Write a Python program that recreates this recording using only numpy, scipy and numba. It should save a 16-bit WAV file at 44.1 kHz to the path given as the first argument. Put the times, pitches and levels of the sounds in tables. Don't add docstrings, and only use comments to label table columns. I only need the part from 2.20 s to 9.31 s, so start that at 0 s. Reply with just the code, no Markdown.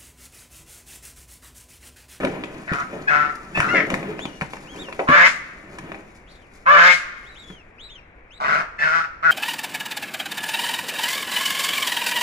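import sys
import numpy as np
from scipy import signal
from scipy.fft import rfft, irfft
from scipy.io import wavfile
from scipy.ndimage import uniform_filter1d, minimum_filter1d
from numba import njit

SR = 44100
rng = np.random.default_rng(int(sys.argv[2]) if len(sys.argv) > 2 else 0)


def master_out(mix):
    frames = np.transpose(np.atleast_2d(mix))
    ceiling = np.clip(frames, -1, 1)
    pcm = np.round(ceiling * 32767).astype(np.int16)
    wavfile.write(sys.argv[1], SR, pcm)


N = 313551
TIME = np.arange(N) / SR
VOICE_EDGE_S = .014


def from_db(db):
    return 10 ** (np.asarray(db) / 20)


def rms_one(x):
    return x / np.sqrt(np.mean(x ** 2) + 1e-20)


def levelled(x):
    return x / np.sqrt(np.abs(uniform_filter1d(x * x, size=900)) + 1e-12)


def in_time(rows):
    times, *columns = np.transpose(rows)
    return [np.interp(TIME, times, column) for column in columns]


def at_hz(points, hz):
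    f, value = np.transpose(points)
    return np.interp(np.log(np.maximum(hz, 1)), np.log(f), value)


def colour(x, points, size=2048):
    gain = from_db(at_hz(points, np.arange(size // 2 + 1) * SR / size))
    cepstrum = irfft(np.log(gain))
    cepstrum[1:size // 2] *= 2
    cepstrum[size // 2 + 1:] = 0
    return signal.oaconvolve(x, irfft(np.exp(rfft(cepstrum))))[:len(x)]


def band(x, hz, kind="band", order=2):
    return signal.sosfilt(signal.butter(order, hz, kind, fs=SR, output="sos"), x)


def band_noise(low_hz, high_hz):
    return rms_one(band(rng.standard_normal(N), [low_hz, high_hz], order=3))


def drift(rate):
    return np.interp(TIME * rate, np.arange(N // 8), rng.standard_normal(N // 8))


def gate(start, end, edge):
    inside = np.minimum(TIME - start, end - TIME)
    return np.sin(np.pi / 2 * np.clip(inside / edge + .5, 0, 1)) ** 2


def burst(start, t60, attack):
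    out, span = np.zeros(N), slice(int(start * SR) + 1, int((start + 2 * t60) * SR))
    age = TIME[span] - start
    out[span] = (1 - np.exp(-age / attack)) * from_db(-60 * age / t60)
    return out


def swell(centre, half_length):
    return np.exp(-((TIME - centre) / half_length) ** 2)


# f/Hz, level/dB
HUSH = [(20, 4), (45, 5.5), (80, -1.5), (200, -8.5), (500, -7.5), (1000, -12), (2300, -10), (3200, -33.5),
        (14000, -75)]


def background(level_db=-48.5):
    left, other = (rms_one(colour(rng.standard_normal(N), HUSH)) for _ in range(2))
    right = band(left, 520, "low", order=1) + band(other, 560, "high", order=1)
    return from_db(level_db) * np.array([left, right])


# t/s, wing swish/dB, feather rustle/dB
STRUGGLE_LEVELS = [(0, -29.5, -54.5), (0.55, -44.5, -56), (0.8, -37.5, -56.5), (1.25, -47.5, -58),
                   (1.48, -35.5, -48), (1.88, -33.5, -55.5), (2.2, -49.5, -55.5), (2.62, -39.5, -54),
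                   (3.1, -60, -59.5), (3.7, -40, -61), (4.05, -57.5, -66), (5.3, -57.5, -62),
                   (5.5, -72, -79)]
# f/Hz, level/dB
SWISH_COLOUR = [(60, -16.5), (160, -4.5), (350, -2.5), (600, -11.5), (1000, -15), (2200, -19), (3200, -29),
                (6000, -53.5)]
# f/Hz, level/dB
RUSTLE_COLOUR = [(500, 1), (2200, -18), (3500, 1.5), (7000, 1), (8500, -8), (11000, -10.5), (14000, -22.5)]


def struggle(rustle_db=-4, flutter_db=3):
    air_db, rub_db = in_time(STRUGGLE_LEVELS)
    strokes_db = flutter_db * np.tanh(drift(21.92))
    swish = rms_one(colour(rng.standard_normal(N), SWISH_COLOUR)) * from_db(air_db + strokes_db)
    grains = rng.standard_normal(N) * from_db(4 * drift(900) + 3 * np.tanh(drift(50)))
    return swish + rms_one(colour(grains, RUSTLE_COLOUR)) * from_db(rub_db + rustle_db + strokes_db)


# t/s, level/dB, knock f/Hz, slap hardness/dB
WING_BLOWS = [(0.03, -22, 450, -9), (0.069, -26.5, 330, -6), (0.236, -26.5, 330, 6.5),
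              (0.519, -27, 300, -4), (0.729, -33, 400, -12.5), (1.372, -21, 450, -1.5),
              (1.531, -21.5, 407, -17), (1.702, -26, 300, 3), (1.713, -26.5, 447, -13.5),
              (1.827, -33, 600, -1.5), (1.991, -32, 500, 14), (2.053, -24.5, 450, 15.5),
              (2.21, -28, 700, 14), (2.217, -25, 700, 3), (2.333, -28, 700, 11), (2.683, -31.5, 650, -0.5),
              (2.725, -29.5, 500, 16), (2.79, -20.5, 600, -8), (2.885, -17, 350, -1), (3.583, -53, 500, 29),
              (3.717, -31, 500, 14.5), (3.743, -34.5, 450, 2.5), (5.299, -39.5, 280, -5)]


def wing_blows(knock_db=2, slap_db=7, rub_db=-21, slap_decay_share=0.26):
    knocks, slaps, rubs = np.zeros((3, N))
    for start, db, hz, hard_db in WING_BLOWS:
        t60 = 0.084 * .5 ** (hard_db / 6.5)
        knocks += band_noise(hz / 2, hz * 1.51) * from_db(db + knock_db) * burst(start, t60, 0.0005)
        slaps += from_db(db + hard_db + slap_db) * burst(start, t60 * slap_decay_share, 0.001)
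        rubs += from_db(db + hard_db + rub_db) * burst(start, t60, 0.0036)
    slaps *= band_noise(900, 2500)
    rubs *= rms_one(colour(rng.standard_normal(N), RUSTLE_COLOUR))
    return knocks + slaps + rubs


# t/s, f/Hz, level/dB
WING_THUMPS = [(.043, 263, -11.5), (0.516, 178, -10), (1.376, 160, -17), (1.394, 131, -13),
               (1.733, 222, -11), (2.055, 305, -16), (2.218, 163, -16.5), (2.889, 153, -10.5)]


def wing_thumps(cycles=6):
    return sum(from_db(db) * burst(start, cycles / hz, 0.0005) * np.sin(2 * np.pi * hz * (TIME - start))
               for start, hz, db in WING_THUMPS)


# t/s, level/dB
QUILL_SNAPS = [(0.048, -29), (0.5326, -32), (1.401, -29), (1.701, -35.5), (1.7396, -33), (2.2102, -36),
               (2.366, -41.5), (3.5846, -33)]
# f/Hz, gain/dB
QUILL_COLOUR = [(200, -19), (1000, 28.5), (2200, 28), (3300, 15), (7000, 5), (11000, -5), (15000, -22)]


def snaps(gain_db=-3.5, t60=0.018, grain_db=5):
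    grains = rms_one(rng.standard_normal(N) * from_db(grain_db * drift(1100)))
    envelope = sum(from_db(db + gain_db) * burst(start, t60, 0.0001) for start, db in QUILL_SNAPS)
    return colour(grains * envelope, QUILL_COLOUR)


@njit
def resonate(x, hz, width):
    y, radius = np.zeros(len(x)), np.exp(-np.pi * width / SR)
    for i in range(2, len(x)):
        r = radius[i]
        feedback = 2 * r * np.cos(2 * np.pi * hz[i] / SR) * y[i - 1] - r * r * y[i - 2]
        y[i] = (1 - r * r) / 2 * (x[i] - x[i - 2]) + feedback
    return y


def pulses(phase):
    samples_away = np.abs((phase + .5) % 1 - .5) / np.gradient(phase)
    return rms_one(band(np.maximum(0, 1 - samples_away), 50, "high"))


def bill_ring(x, hz=5360, width_hz=140, gain_db=2.5):
    return from_db(gain_db) * resonate(x, np.full(N, hz), np.full(N, width_hz))


# t/s, length/s, start f/Hz, crest f/Hz, share of voice/0-1
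REGISTER_BREAKS = [(.865, .04, 790, 850, .7), (1.335, .05, 860, 880, .7), (2.885, .07, 540, 585, .7),
                   (4.465, .1, 515, 592, .72), (6.575, .04, 880, 870, .55)]


def syrinx(pitch, rough, jitter, rasp, thin_above_hz=640):
    phase = np.cumsum(pitch * (1 + jitter * rough * drift(200) + .015 * drift(40))) / SR
    slaps = pulses(phase) * from_db(rough * drift(190))
    air = rms_one(rng.standard_normal(N) * np.exp(-3 * (phase % 1)))
    low_register = levelled(slaps + rasp * 2 * rough ** 2 * air)
    share, squeal_hz = np.zeros(N), np.full(N, 600.)
    for start, length, start_hz, crest_hz, amount in REGISTER_BREAKS:
        share += amount * gate(start, start + length, 0.0081)
        arch = np.sin(2.2 * np.clip((TIME - start) / length, 0, 1))
        squeal_hz = np.where(TIME > start - .012, start_hz + (crest_hz - start_hz) * arch, squeal_hz)
    squeal = pulses(np.cumsum(squeal_hz * (1 + .017 * drift(400))) / SR)
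    squeal = np.where(squeal_hz > thin_above_hz, band(squeal, 1100, "high"), squeal)
    return np.sqrt(1 - share) * low_register + np.sqrt(share) * squeal


def throat(source, rough, hz, width_hz, ring_db, treble_db, upper_gain=0):
    voice = source + from_db(2 * ring_db * (1.5 - rough)) * resonate(source, hz, width_hz)
    voice += upper_gain * resonate(source, 1.29 * hz, 2 * width_hz)
    voice += (1 - rough) * bill_ring(source)
    body = levelled(band(voice, 2920, "low", order=4))
    treble = levelled(band(voice, 3260, "high", order=4))
    return body + from_db(treble_db) * treble


def latest_call(table):
    rows = np.array(table)
    latest = np.maximum(np.searchsorted(rows[:, 0], TIME + VOICE_EDGE_S) - 1, 0)
    start, length, *columns = rows[latest].T
    return np.clip(TIME - start, 0, length), gate(start, start + length, VOICE_EDGE_S), length, *columns


# t/s, length/s, level/dB, swell/dB, crest/share of length, pitch f/Hz,
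# first throat f/Hz, held throat f/Hz, roughness/0-1, settling/s, upper resonance/dB, treble/dB,
# left over right/dB, delay at the left port/ms
HOARSE_CALLS = [(0.476, 0.15, -26.5, 2, 0.65, 143.1, 2000, 1310, 0.41, 0.041, -1, -26, 0, -0.058),
                (0.875, 0.24, -17, 7, 0.26, 148.7, 1660, 1357, 0.25, 0.048, 6, -26, 1, 0.0056),
                (1.348, 0.2, -22.5, 7.5, 0.34, 148.8, 2570, 1320, 0.58, 0.069, -10, -25.5, -1.5, -0.09),
                (6.2, 0.22, -20.5, 6, 0.53, 147, 834, 1400, 0.9, 0.075, -6, -22.5, -1, 0.16),
                (6.586, 0.27, -18, 8.5, 0.41, 160.7, 1911, 1388, 0.31, 0.088, -12, -20.5, -1, -0.726),
                (7.028, 0.21, -13, 24, 0.3, 164.1, 1225, 1467, 0.01, 0.026, -23, -28, -2.5, -0.8)]
# f/Hz, gain/dB
CACKLER_WINDPIPE = [(100, -22), (160, -5.5), (280, -17), (480, -10.5), (640, 0), (900, -6), (1350, -0.5),
                    (1720, -4.5), (2080, -5), (2700, -12.5), (3050, -19.5), (3900, -20), (5300, -21),
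                    (6100, -25.5), (9000, -38.5), (15000, -59)]


def cackler(gain_db=-1.25, waver_db=1.5, scoop=.06, onset_rough=.57, clear_hz=90, rough_hz=250):
    (age, sounding, length, peak_db, swell_db, crest, held_pitch, first_hz, held_hz,
     held_rough, settle_s, upper_db, treble_db, _, _) = latest_call(HOARSE_CALLS)
    unsettled = np.exp(-(age / settle_s) ** 2)
    loud_db = gain_db + peak_db - swell_db * (2 * (age / length - crest)) ** 2 + waver_db * drift(70)
    pitch = held_pitch * (1 - scoop * unsettled)
    rough = held_rough + onset_rough * unsettled * (1 - held_rough)
    throat_hz = held_hz + (first_hz - held_hz) * unsettled ** 2
    width_hz = clear_hz + (rough_hz - clear_hz) * rough
    source = colour(syrinx(pitch, rough, jitter=.06, rasp=1.25), CACKLER_WINDPIPE)
    voice = throat(source, rough, throat_hz, width_hz, ring_db=8.5, treble_db=treble_db,
                   upper_gain=from_db(upper_db))
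    return sounding * from_db(loud_db) * voice


def panned(left, right, db):
    return np.array([left * from_db(db / 2), right * from_db(-db / 2)])


def cackler_moves(left, right):
    *_, pan_db, delay_ms = latest_call(HOARSE_CALLS)
    delay = np.round(delay_ms * SR / 1000).astype(int)
    return panned(left[np.clip(np.arange(N) - delay, 0, N - 1)], right, pan_db)


# t/s, half length/s, level/dB
GRIT_SCUFFS = [(0.57, 0.072, -52.5), (1.155, 0.0042, -42.5), (1.396, 0.039, -44.5), (1.749, 0.0046, -38),
               (2.33, 0.023, -61), (3.958, 0.015, -53), (4.352, 0.027, -60.5)]


def scuffs(grain_db=6, clump_db=3):
    grains = rng.standard_normal(N) * from_db(grain_db * drift(1500) + clump_db * drift(120))
    envelope = sum(from_db(db) * swell(centre, half_length) for centre, half_length, db in GRIT_SCUFFS)
    return rms_one(colour(grains, RUSTLE_COLOUR)) * envelope


# t/s, f/Hz, level/dB, brokenness/0-1
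SHRIEK_COURSE = [(1.485, 1326, -24, 0.41), (1.52, 1411, -22.5, 0.01), (1.543, 1438, -26, 0.37),
                 (1.548, 1393, -14, 0.52), (1.579, 1373, -16.5, 0.97), (1.613, 1345, -21, 0.92),
                 (1.634, 1283, -30, 0.94), (1.662, 1253, -32, 1)]
# f/Hz, gain/dB
SCREAMER_WINDPIPE = [(100, -34), (175, -6.5), (280, -32.5), (450, -19), (620, 5), (810, -7.5), (1150, 5),
                     (1750, 5.5), (2300, -1.5), (3100, -12), (4500, -18), (7000, -27), (9000, -46.5),
                     (15000, -46.5)]


def shriek(throat_hz=2080, width_hz=650, leak_db=-12, jitter=.06, shimmer_db=5):
    pitch, loud_db, broken = in_time(SHRIEK_COURSE)
    phase = np.cumsum(pitch * (1 + jitter * (.1 + broken ** 2) * drift(350))) / SR
    pattern = 1 + 2 * broken * np.cos(np.pi * phase) + 2 * broken ** 2 * np.cos(np.pi * phase / 2)
    slaps = pulses(phase) * pattern * from_db(shimmer_db * broken * drift(700))
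    source = colour(slaps, SCREAMER_WINDPIPE)
    voice = resonate(source, np.full(N, throat_hz), np.full(N, width_hz))
    voice += from_db(leak_db) * (source + 3 * bill_ring(source))
    sounding = gate(SHRIEK_COURSE[0][0], SHRIEK_COURSE[-1][0], VOICE_EDGE_S)
    return sounding * from_db(loud_db) * levelled(voice)


def hoot(hz=425, level_db=-25):
    return from_db(level_db) * swell(centre=1.9, half_length=.024) * np.sin(2 * np.pi * hz * TIME)


# t/s, rise/s, fall/s, top f/Hz, shoulder f/Hz, end f/Hz, level/dB,
# jitter/share of pitch, overtone boost/dB
GOSLING_PEEPS = [(1.975, .062, .18, 3560, 2920, 2750, -37, .02, 6),
                 (2.46, .065, .035, 3350, 3000, 2900, -41, .012, 5),
                 (2.555, .057, .12, 3740, 2800, 2550, -36.5, .012, 2),
                 (4.058, .065, .145, 4050, 3800, 2150, -44, .13, 0),
                 (5.03, .08, .08, 4000, 3750, 2900, -47, .035, 0),
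                 (5.145, .053, .23, 3850, 3450, 2450, -39, .035, 2),
                 (5.575, .078, .155, 3980, 3680, 2050, -37, .04, -2),
                 (5.68, .05, .12, 3330, 2850, 2600, -46, .025, 2),
                 (6.098, .075, .015, 3950, 3900, 3800, -44, .03, 2)]


def goslings(start_hz=2150, shoulder_s=.03, octave_db=-18, half_db=-27, fade_db=5, quaver_db=3):
    out = np.zeros(N)
    for start, rise, fall, top_hz, shoulder_hz, end_hz, level_db, jitter, boost_db in GOSLING_PEEPS:
        span = slice(int(start * SR), int((start + rise + fall) * SR))
        t = TIME[span] - start - rise
        climbing, dropping = (np.minimum(t, 0) / rise) ** 2, (np.maximum(t, 0) / fall) ** 3
        settled = 1 - np.exp(-(np.maximum(t, 0) / shoulder_s) ** 2)
        pitch = top_hz + (start_hz - top_hz) * climbing + (shoulder_hz - top_hz) * settled
        pitch += (end_hz - shoulder_hz) * dropping
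        strain = jitter * (1 - climbing - dropping)
        pitch *= 1 + strain * drift(1800)[span] + .011 * drift(70)[span]
        phase = 2 * np.pi * np.cumsum(pitch) / SR
        overtones = from_db(octave_db) * np.sin(2 * phase)
        overtones += from_db(half_db) * (settled * np.sin(1.5 * phase) + .4 * np.sin(3 * phase))
        whistle = np.sin(phase) + from_db(boost_db) * overtones
        loss_db = 70 * strain + fade_db * (0.5 + climbing + settled + 2 * dropping)
        loudness = from_db(level_db - loss_db + quaver_db * drift(90)[span])
        out[span] += whistle * loudness * signal.windows.tukey(len(t), .08)
    return out


# t/s, length/s, attack/s, level/dB, pitch f/Hz, first throat f/Hz, last throat f/Hz,
# roughness/0-1, first treble/dB, last treble/dB, crack/0-1
LOUD_CALLS = [(2.876, 0.198, 0.054, -8, 175, 1120, 2160, .6, -31, -14, .45),
              (4.461, .26, 0.045, -6, 173.6, 1126, 1730, 0.56, -35.5, -11, 0.94)]


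def screamer(gain_db=-4, bright_db=4.5, release_s=.016,
             crack_s=.045, glide_s=.008, crack_throat_hz=2135, crack_pitch_hz=177.8):
    (age, sounding, length, attack, peak_db, held_pitch, first_hz, last_hz,
     held_rough, first_db, last_db, crack_depth) = latest_call(LOUD_CALLS)
    opening = age / length
    strain = opening - .5
    crack = crack_depth * np.clip((age - length + crack_s) / glide_s, 0, 1)
    starting = np.maximum(1 - age / attack, 0)
    dying = np.maximum(1 - (length - age) / release_s, 0)
    loud_db = gain_db + peak_db - 8 * starting - 12 * dying
    treble_db = bright_db + first_db + (last_db - first_db) * opening + 9 * dying
    throat_hz = (first_hz + (last_hz - first_hz) * opening) * (1 - crack) + crack_throat_hz * crack
    pitch = held_pitch * (1 + .045 * strain) * (1 - crack) + crack_pitch_hz * crack
    width_hz = 300 * (1 - crack) + 110 * crack
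    rough = held_rough * (1 + .5 * strain) * (1 - .75 * crack ** 2)
    source = colour(syrinx(pitch, rough, jitter=.05, rasp=.8), SCREAMER_WINDPIPE)
    voice = throat(source, rough, throat_hz, width_hz, ring_db=5, treble_db=treble_db)
    return sounding * from_db(loud_db) * voice


def hiss(gain_db=-20, t60=0.28, lead_s=0.025):
    flow = sum(from_db(db + gain_db) * burst(start + length - lead_s, t60, 0.022)
               for start, length, _, db, *_ in LOUD_CALLS)
    return flow * band_noise(2100, 7000)


# left arrival t/ms, right arrival t/ms, level/dB
WALL_ECHOES = [(3.302, 2.9, -6.5), (7.4, 5.1, -8.5)]
# f/Hz, t60/s
WALL_DECAY = [(1800, 0.98), (8000, 0.82), (15000, 0.38)]


def yard(x, near_db, tail_db, near_t60, lag_ms=.29):
    t = TIME[:SR]
    response = np.zeros((2, SR))
    for left_ms, right_ms, db in [(1 + lag_ms, 1, 0), *WALL_ECHOES]:
        arrival = np.sinc(np.arange(SR) - np.array([[left_ms], [right_ms]]) * SR / 1000)
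        response += from_db(db) * (band(arrival, 570, "high") if db else arrival)
    edges = np.geomspace(80, 16000, 9)
    for low, high in zip(edges, edges[1:]):
        hz = np.sqrt(low * high)
        alike = 1 / (1 + (hz / 500) ** 2)
        mid, side = band(rng.standard_normal((2, SR)), [low, high])
        near = rms_one(from_db(-60 * t / near_t60) * (t > .004))
        tail = rms_one(from_db(-60 * t / at_hz(WALL_DECAY, hz)) * (t > .02))
        field = np.sqrt((1 + alike) / 2) * mid + np.sqrt((1 - alike) / 2) * side * [[1], [-1]]
        response += field * (from_db(near_db) * near + from_db(tail_db) * tail) / np.sqrt(SR)
    return signal.fftconvolve(x[None], response, axes=1)[:, :N]


def scene():
    cackles = cackler_moves(*yard(cackler(), near_db=-2, tail_db=-13, near_t60=.17))
    screams = panned(*yard(screamer() + hiss(), near_db=-1, tail_db=-15, near_t60=.14), db=-1.5)
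    shrieks = yard(shriek(), near_db=-4, tail_db=-18, near_t60=.13, lag_ms=.05)
    peeps = yard(goslings(), near_db=-11, tail_db=-21, near_t60=.15)
    scuffle = wing_blows() + wing_thumps() + snaps() + scuffs() + struggle() + hoot()
    fight = yard(scuffle, near_db=-6.5, tail_db=-12, near_t60=.12, lag_ms=.17)
    return background() + fight + cackles + shrieks + peeps + screams


def limiter(x, ceiling=0.96):
    gain = np.minimum(1, ceiling / (np.abs(x).max(axis=0) + 1e-9))
    return x * uniform_filter1d(minimum_filter1d(gain, size=80), size=80)


# f/Hz, left over right/dB
MIC_BALANCE = [(1000, 1), (1600, 2.5), (2500, 8.5), (3500, 1.5), (5500, 2.5), (8500, 11), (10000, -20),
               (13000, -5)]


def record(dry, cutoff_hz=15800):
    ports = np.array([colour(x, [(hz, sign * db / 2) for hz, db in MIC_BALANCE])
                      for x, sign in zip(dry, (1, -1))])
    return signal.sosfilt(signal.ellip(10, .1, 70, cutoff_hz, fs=SR, output="sos"), limiter(ports))


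dry = scene()
out = record(dry)
master_out(out)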